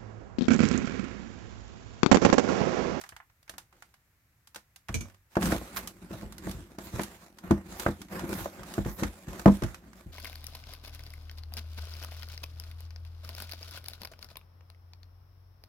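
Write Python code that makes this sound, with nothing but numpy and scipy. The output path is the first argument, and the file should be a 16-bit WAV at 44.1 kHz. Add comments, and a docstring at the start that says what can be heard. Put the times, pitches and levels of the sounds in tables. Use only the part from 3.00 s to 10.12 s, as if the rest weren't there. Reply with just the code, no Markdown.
"""A cardboard box is shut and handled on a bed, close to a hand-held phone.
Tissue paper ticks and crinkles inside as its creases buckle. The lid swings shut with a ringing clack,
scrapes over the rim and is pressed home. A hand slides over the card in stick and slip, shifts the box
and knocks it about, ringing its panels. A small, soft bedroom answers briefly."""
import sys
import numpy as np
from scipy import signal
from scipy.fft import rfft, irfft
from scipy.io import wavfile
from scipy.ndimage import map_coordinates

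SR = 44100
rng = np.random.default_rng(int(sys.argv[2]) if len(sys.argv) > 2 else 0)


def transcribe(signal):
    """Save signal, clipped to [-1, 1], as a 16-bit WAV file at the path in sys.argv[1]."""
    frames = np.atleast_2d(signal).T
    limited = np.clip(frames, -1, 1)
    pcm = np.round(limited * 32767).astype(np.int16)
    wavfile.write(sys.argv[1], SR, pcm)


N = 313992
TIME = np.arange(N) / SR
FREQ = np.fft.rfftfreq(N, 1 / SR)


def undb(db):
    """Decibels to gain."""
    return 10 ** (np.asarray(db) / 20)


def unit(x):
    """Scale to rms 1."""
    return x / np.sqrt(np.mean(x ** 2))


def along(hz, curve):
    """Read an EQ curve of (freq_hz, gain_db) points on a log-frequency axis."""
    freq_hz, gain_db = np.transpose(curve)
    return np.interp(np.log(np.maximum(hz, 1)), np.log(freq_hz), gain_db)


def colour(x, curve):
    """Shape a sound with an EQ curve."""
    return irfft(rfft(x) * undb(along(FREQ, curve)), N)


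def band(x, lo_hz, hi_hz):
    """Causal band-pass."""
    return signal.sosfilt(signal.butter(3, [lo_hz, hi_hz], "band", fs=SR, output="sos"), x)


def walk(rate_hz):
    """Smooth random modulation at rms 1."""
    knots = rng.standard_normal(N // 20)
    return unit(np.interp(TIME * rate_hz, np.arange(len(knots)), knots))


def add(out, start_s, sound):
    """Mix a short sound in at start_s."""
    i = max(int(start_s * SR), 0)
    out[:, i:i + sound.shape[-1]] += sound[..., :N - i]


def port_noise(split_hz=1100, alike=0.95):
    """Noise at the two microphone ports: alike for long waves, unrelated for short ones."""
    shared = alike / (1 + (FREQ / split_hz) ** 6)
    noise = rfft(rng.standard_normal((3, N)))
    return irfft(noise[0] * np.sqrt(shared) + noise[1:] * np.sqrt(1 - shared), N)


def stroke(start_s, length_s, attack_s=0.039, release_s=0.045, arch_db=3):
    """One slide gathers speed, is strongest in the middle and coasts to rest."""
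    age = TIME - start_s
    attack = np.clip(age / attack_s, 0, 1)
    arch = undb(arch_db * (np.sin(np.pi * np.clip(age / length_s, 0, 1)) - 1))
    release = np.exp(-np.clip(age - length_s, 0, 1) / release_s)
    return attack * arch * release


# slides of card and skin: start_s, length_s, level_db, weight_db, brightness_db
STROKES = [(-0.034, 0.048, -60, -14, 7.5), (0.504, 0.066, -60.5, 1, -18), (0.714, 0.028, -56, -9, -10),
           (0.74, 0.17, -77.5, -31, 7), (1.874, 0.2, -54, -7, -5.5), (2.291, 0.081, -67, -4.5, 7),
           (2.387, 0.17, -35, 3, -4), (2.57, 0.14, -48.5, -19, -3.5), (2.69, 0.17, -46, -1.5, -5.5),
           (2.856, 0.19, -59, 3, -7), (2.998, 0.043, -49, 5, -7), (3.073, 0.17, -47.5, 1.5, -6),
           (3.215, 0.21, -56, 7, -9), (3.408, 0.14, -45.5, 4, -4), (3.566, 0.072, -57.0, 9.5, -1.5),
           (3.678, 0.043, -53.5, 0.5, -8), (3.772, 0.26, -52.5, 3, 0), (3.918, 0.102, -41, -0.5, -6),
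           (4.036, 0.13, -54.0, -2, 0), (4.196, 0.031, -51, -4, -1.5), (4.414, 0.17, -44, -2, -14),
           (4.619, 0.119, -52.5, 6, -6), (4.677, 0.15, -47, -3.5, -3.5), (4.765, 0.12, -40, -10, -6),
           (4.972, 0.039, -54.5, 13.5, -0.5), (5.089, 0.16, -35.5, -5, -13), (5.259, 0.11, -36, -0.5, -7),
           (5.357, 0.086, -42, -6, -1.5), (5.488, 0.095, -48.5, -16, -7), (5.53, 0.12, -46.5, 1, -11.5),
           (5.635, 0.18, -44, -6.5, -4.5), (5.832, 0.08, -43, 0, -6), (5.955, 0.1, -42, 0, -3),
           (6.081, 0.16, -59.5, -2, 1.5), (6.258, 0.17, -43.5, -1, -7), (6.472, 0.1, -46.5, -3, -2),
           (6.638, 0.064, -44.5, -3.5, -6), (6.788, 0.13, -58.5, 6.5, -10),
           (6.937, 0.08, -55.5, -1.5, -4.5)]


def hand_drive(resting_db=(-61, -63, -70)):
    """How hard the slides and the resting hand drive flex, scrape and hiss, in that order."""
    # the hand on the closed box never lies quite still
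    power = np.outer(undb(resting_db), stroke(start_s=2.36, length_s=5.34)) ** 2
    for start_s, length_s, level, weight, brightness in STROKES:
        gains = undb([level + weight, level, level + brightness])
        power += np.outer(gains, stroke(start_s, length_s)) ** 2
    return np.sqrt(power)


# EQ curves of flexing panels, scraping edge and hissing fibres: freq_hz, gain_db
FLEX_EQ = [(18, -34), (30, -11.5), (54, -1.5), (145, -12), (184, 1.5), (264, -11), (303, -6), (355, -8.5),
           (411, -15), (450, -26), (580, -63), (990, -120)]
SCRAPE_EQ = [(220, -33), (380, 5), (410, -31.5), (480, -3), (558, -1), (806, -6.5), (1180, -7.5),
             (1430, -8), (2800, -18), (3640, -49.5), (6160, -120)]
HISS_EQ = [(1350, -2), (2300, -4), (2900, -8), (3710, -5), (4380, -7.5), (4750, -8), (7600, -7.5),
           (9260, -11), (12700, -9.5), (15700, -16), (16100, -28), (16500, -52)]


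def friction(scrape_db=-4.5, hiss_db=0.5, slip_db=1.42, grain_db=1.0, catch_db=8.0, catches_per_s=35):
    """Uneven stick and slip: the panels flex, the edge scrapes and the fibres hiss in tiny grains."""
    # now and then a fibre catches and lets go in about two milliseconds
    snags = (rng.random(N) < catches_per_s / SR) * rng.random(N)
    catches = signal.lfilter([1], [1, -np.exp(-1 / (0.0022 * SR))], snags)
    slips = undb(slip_db * walk(90) + grain_db * walk(1100)) + undb(catch_db) * catches
    out = np.zeros((2, N))
    for drive, curve, trim in zip(hand_drive(), (FLEX_EQ, SCRAPE_EQ, HISS_EQ), (0, scrape_db, hiss_db)):
        out += unit(colour(port_noise() * slips, curve)) * drive * undb(trim)
    return out


def travel(x, patchy_db=2.0, rate_hz=22, per_octave=5):
    """As the contact moves over the panel, different regions of the spectrum come and go."""
    hz, frame_s, cells = signal.stft(x, SR, nperseg=512)
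    places = np.meshgrid(per_octave * np.log2(1 + hz / 400), rate_hz * frame_s, indexing="ij")
    patches = map_coordinates(rng.standard_normal(size=(40, 300)), places, order=3, mode="wrap")
    return signal.istft(cells * undb(patchy_db * patches), SR)[1][:, :N]


# EQ curve of the quiet bedroom: freq_hz, gain_db
ROOM_TONE_EQ = [(15, -30), (25, 0), (105, 0), (212, -14), (416, -22), (840, -22), (1790, -17), (2160, -18),
                (3160, -27), (7510, -27), (9320, -30), (12500, -23), (16000, -29)]


def room_tone(level_db=-68):
    """A faint, steady rumble and hiss under everything."""
    return undb(level_db) * unit(colour(port_noise(), ROOM_TONE_EQ))


# paper creases and card edges snapping: start_s, level_db, brightness_db
SNAPS = [(0.012, -47.5, 2), (0.0373, -40.5, -11), (0.063, -61.5, 0), (0.0902, -50.5, 3),
         (0.122, -46.5, -31), (0.1637, -45.5, -5.5), (0.201, -46, -31), (0.298, -62, -10),
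         (0.428, -64.5, 0.5), (0.478, -53, -7.5), (0.4943, -45, 3), (0.538, -52, -12), (0.581, -43.5, 1.5),
         (0.726, -58, -7.5), (0.8224, -48, -4.5), (0.94, -58, -2.5), (1.472, -59.5, 5), (1.5456, -50, 2),
         (1.5589, -42, -1.5), (1.76, -54.5, 3.5), (1.8845, -40.5, -6), (1.89, -39, -14.5), (2.098, -56, -6),
         (2.144, -61, -2), (2.3542, -35.5, -11.5), (2.421, -33, -7.5), (2.427, -37.5, 0.5),
         (2.456, -33.5, -2.5), (2.519, -30, -9.5), (2.762, -35.5, -8), (2.769, -35, 0.5), (2.776, -42, -8),
         (2.789, -51, -14), (2.8732, -45, 7), (3.323, -49.5, 1.5), (3.381, -49, 2), (3.512, -47.5, 3.5),
         (3.785, -45.5, -3), (3.994, -32.5, -12), (4.016, -50.5, 8.5), (4.033, -44, 4.5),
         (4.385, -48.5, -2), (4.509, -42.5, 0), (4.7965, -36, 1), (4.863, -29.5, -36), (5.016, -43, -1.5),
         (5.084, -53.5, -7), (5.193, -40.5, -2.5), (5.337, -48, 3.5), (5.632, -45.5, -3.5),
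         (5.738, -44.5, 2), (5.848, -42, -9), (6.033, -28.5, -7.5), (6.394, -42.5, -1), (6.621, -42, -5),
         (6.635, -39, -2.5), (6.744, -42.5, -4), (6.931, -53.5, -5)]


def snaps(clicks, rise_s=0.00092, fade_s=0.0033, tail_db=-16, tail_s=0.021, fizz_slope=1.48):
    """Creases buckle in tiny bursts that echo briefly in the box; the card's clicks share this voice."""
    out, t = np.zeros((2, N)), TIME[:SR // 8]
    noise = port_noise()
    body = unit(band(noise, 726, 2050)) * undb(5)
    crisp = unit(band(noise, 2770, 6750)) * undb(5)
    fizz = unit(band(noise, 8000, 14100)) * undb(2)
    decay = np.exp(-t / fade_s) + undb(tail_db) * np.exp(-t / tail_s)
    envelope = (1 - np.exp(-t / rise_s)) * decay
    for start_s, level, brightness in list(SNAPS) + clicks:
        i = int(start_s * SR)
        gains = undb([level, level + brightness, level + fizz_slope * brightness])
        burst = sum(gain * part[:, i:i + len(t)] for gain, part in zip(gains, (body, crisp, fizz)))
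        add(out, start_s, burst * envelope[:burst.shape[1]])
    return out


# modes of the box before the hand damps it: pitch_hz, level_db, t60_s
BOX_MODES = [(55.2, -2.5, 0.26), (83.8, -7.5, 0.37), (113.2, 5, 0.11), (153.8, 5, 0.1), (198.3, 1, 0.18),
             (242, -3, 0.15), (304.6, -2.5, 0.15), (336.2, 3.5, 0.088), (417, 0, 0.04), (481, -3, 0.097),
             (575.6, 2.5, 0.063), (653, 0, 0.072), (760, -32, 0.038), (857.5, -5, 0.096), (1030, -3, 0.062),
             (1090, -12, 0.07), (1217, -2.5, 0.03), (1480, 0, 0.022), (1760, -17, 0.051), (1940, -6, 0.016)]
# blows on the box: start_s, level_db, weight_db, hardness_db
KNOCKS = [(0.121, -69.5, 16, 10), (0.495, -63.5, 5, 12.5), (1.559, -60.5, -19, 12),
          (1.893, -39.5, 10.5, -5.5), (1.945, -40.5, 15.5, -6), (2.009, -44, 5.5, -7.5),
          (2.368, -23.5, -14.5, 0.5), (2.425, -30.5, -14, -12), (2.476, -30.5, -9, -7),
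          (2.522, -30, -14, 1.5), (2.546, -37, -6, 1.5), (2.612, -40, -1, -4.5), (3.105, -41, -14, -5),
          (3.138, -48.5, 11, 3), (3.228, -39.5, 5, -6), (3.469, -35, -7, -2.5), (3.543, -56.5, 21.5, -7),
          (3.587, -45, 3, -19), (3.784, -43.5, -9, -1), (3.937, -46, 19, -2), (3.9933, -31.5, -22, 0),
          (4.445, -41.5, -10, -11), (4.5082, -17.5, -4, -6), (4.8628, -29, -4, 2.5),
          (4.884, -28.5, -3.5, -6.5), (5.234, -31.5, -8, -13), (5.298, -41.5, 3, -2), (5.408, -45.5, 7, -3),
          (5.457, -43.5, -9, 11), (5.78, -25.5, 1, -6.5), (5.859, -33.5, 6, -3), (6.024, -27, 1, -10),
          (6.038, -32.5, -2, -18), (6.277, -46, 10, -13), (6.458, -13, -6.5, -2), (6.473, -17, -6, -8.5),
          (6.48, -14, -5.5, -11), (6.621, -30.5, 8.5, -2.5), (6.641, -36, 11.5, -3), (7.061, -53, 16, -22)]


def knocks(spot_db=1.5, detune=0.012, ring_share=0.78, contact_s=0.00062, crush_db=-6, crush_s=0.012):
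    """Each blow rings the box; its place and softness decide which modes answer."""
    out, t = np.zeros((2, N)), TIME[:SR // 3]
    hz, mode_db, t60_s = np.transpose(BOX_MODES)
    damping = np.log(1000) / (t60_s * ring_share)  # hand and bed shorten the ring
    crush = unit(band(port_noise(), 397, 1300))
    chance = rng.standard_normal((len(KNOCKS), 4, len(BOX_MODES)))
    for (start_s, level, weight, hardness), (spot, bend, phase, spread) in zip(KNOCKS, chance):
        boom_db, tock_db = level + weight, level + hardness
        blow_eq = [(130, boom_db), (190, level + 2), (380, level + 2), (500, tock_db + 1)]
        ring_db = mode_db + spot_db * spot + along(hz, blow_eq)
        bent_hz = hz * (1 + detune * bend)  # the grip bends the modes
        waves = np.exp(np.outer(2j * np.pi * bent_hz - damping, t))
        # the highest modes and the deepest boom reach the two ports out of step
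        apart = np.outer([1, -1], spread * ((hz / 1300) ** 2 + 25 / hz))
        gains = undb(ring_db) * np.exp(1j * (phase + apart))
        ring = np.imag(gains @ waves)
        # fibres give way briefly under the blow
        fibres = np.roll(crush, -int(start_s * SR), axis=1)[:, :len(t)]
        crunch = fibres * undb(tock_db + crush_db) * np.exp(-t / crush_s)
        # a dull, boomy blow comes from a softer and longer push
        push_s = contact_s * np.clip(undb(max(boom_db, level) - tock_db), 0.5, 5)
        add(out, start_s, (ring + crunch) * (1 - np.exp(-t / push_s)))
    return out


def card_clicks(trim_db=-14.5, brightness_db=-8.5):
    """Cues for snaps(): the card clicks under each blow, louder the harder it is."""
    return [(start_s, level + hardness + trim_db, brightness_db) for start_s, level, _, hardness in KNOCKS]


# modes of the free lid (low) and what it strikes (high), before shortening: pitch_hz, level_db, t60_s
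CLACK_MODES = [(98, 4.5, 0.48), (235.4, 9, 0.25), (325, -9, 0.1), (456, -0.5, 0.23), (2296, 6, 0.099),
               (2294, 3, 0.16), (2450, 2, 0.13), (2890, -10, 0.21), (3402, -13, 0.2), (4280, -10, 0.15),
               (4640, -14, 0.19), (5760, -10, 0.15), (6020, -13, 0.15), (6150, -8, .18), (6750, -11, .18),
               (6930, -13, 0.11), (7200, -14, .16), (8366, -22, 0.13), (8900, -7, 0.15), (9700, -10, 0.17),
               (12500, -8, .11), (13610, -6, 0.13)]
# the swinging lid strikes something hard: start_s, level_db
CLACKS = [(1.9423, -29.5), (2.008, -40.5)]


def lid_clacks(ring_db=-9, ring_share=0.85, crack_db=-1, crack_s=0.013, shiver_db=-9, shiver_s=0.027):
    """A hard contact: a bright crack, a short tinny ring and a dense, high shiver."""
    out, t = np.zeros((2, N)), TIME[:SR // 2]
    hz, mode_db, t60_s = np.transpose(CLACK_MODES)
    damping = np.log(1000) / (t60_s * ring_share)
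    waves = np.exp(np.outer(2j * np.pi * hz - damping, t))
    for start_s, level in CLACKS:
        gains = undb(mode_db + ring_db) * np.exp(2j * np.pi * rng.random((2, len(hz))))
        ring = np.imag(gains @ waves)
        noise = rng.standard_normal((2, len(t)))
        crack = undb(crack_db) * unit(band(noise, 1400, 9100)) * np.exp(-t / crack_s)
        shiver = undb(shiver_db) * unit(band(noise, 5300, 6840)) * np.exp(-t / shiver_s)
        add(out, start_s, undb(level) * (ring + crack + shiver))
    return out


# fingertips skim the glossy coating: peak_s, half_length_s, level_db
SKIMS = [(2.493, 0.074, -51), (2.776, 0.018, -38), (3.85, 0.017, -51), (4.805, 0.04, -50),
         (5.155, 0.043, -56), (5.385, 0.067, -47), (5.936, 0.079, -53)]


def finger_skims(lo_hz=11000, hi_hz=15000):
    """Dry skin on gloss makes a fine, airy hiss that swells and fades with each pass."""
    swells = sum(undb(level) * np.exp(-((TIME - peak_s) / half_s) ** 2) for peak_s, half_s, level in SKIMS)
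    return swells * unit(band(port_noise(), lo_hz, hi_hz))


def bedroom(dry, wet_db=-14, t60_s=0.19, build_s=0.004):
    """Soft furnishings leave only a short, weak tail."""
    t = TIME[:SR // 2]
    envelope = np.exp(-np.log(1000) * t / t60_s) * (1 - np.exp(-(t / build_s) ** 2))
    tail = unit(port_noise()[:, :len(t)] * envelope) / np.sqrt(len(t))
    return dry + undb(wet_db) * signal.fftconvolve(dry, tail, axes=1)[:, :N]


# stereo balance at the microphone ports: freq_hz, left_minus_right_db
BALANCE = [(100, 0), (300, .5), (700, -1), (1500, -4.5), (3000, -2), (6000, -2.5), (10000, -5.3),
           (15000, -4.5)]


def phone_ports(x, right_lag_s=0.00013):
    """The left port hears the box a little earlier, the right one brighter."""
    lag = np.exp(-2j * np.pi * np.outer([0, right_lag_s], FREQ))
    tilt = undb(np.outer([0.5, -0.5], along(FREQ, BALANCE)))
    return irfft(rfft(x) * tilt * lag, N)


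def scene():
    """Paper, box and hand in the bedroom, over its room tone."""
    handling = snaps(card_clicks()) + knocks() + lid_clacks() + travel(friction()) + finger_skims()
    return phone_ports(bedroom(handling)) + room_tone()


def record(dry, low_cut_hz=42, high_cut_hz=16000):
    """The phone drops the deepest bass, clips at full scale and cuts the top."""
    low_cut = signal.butter(4, low_cut_hz, "high", fs=SR, output="sos")
    high_cut = signal.ellip(8, 0.2, 70, high_cut_hz, fs=SR, output="sos")
    clipped = np.clip(signal.sosfilt(low_cut, dry), -1, 1)
    return signal.sosfilt(high_cut, clipped)


dry = scene()
out = record(dry)
transcribe(out)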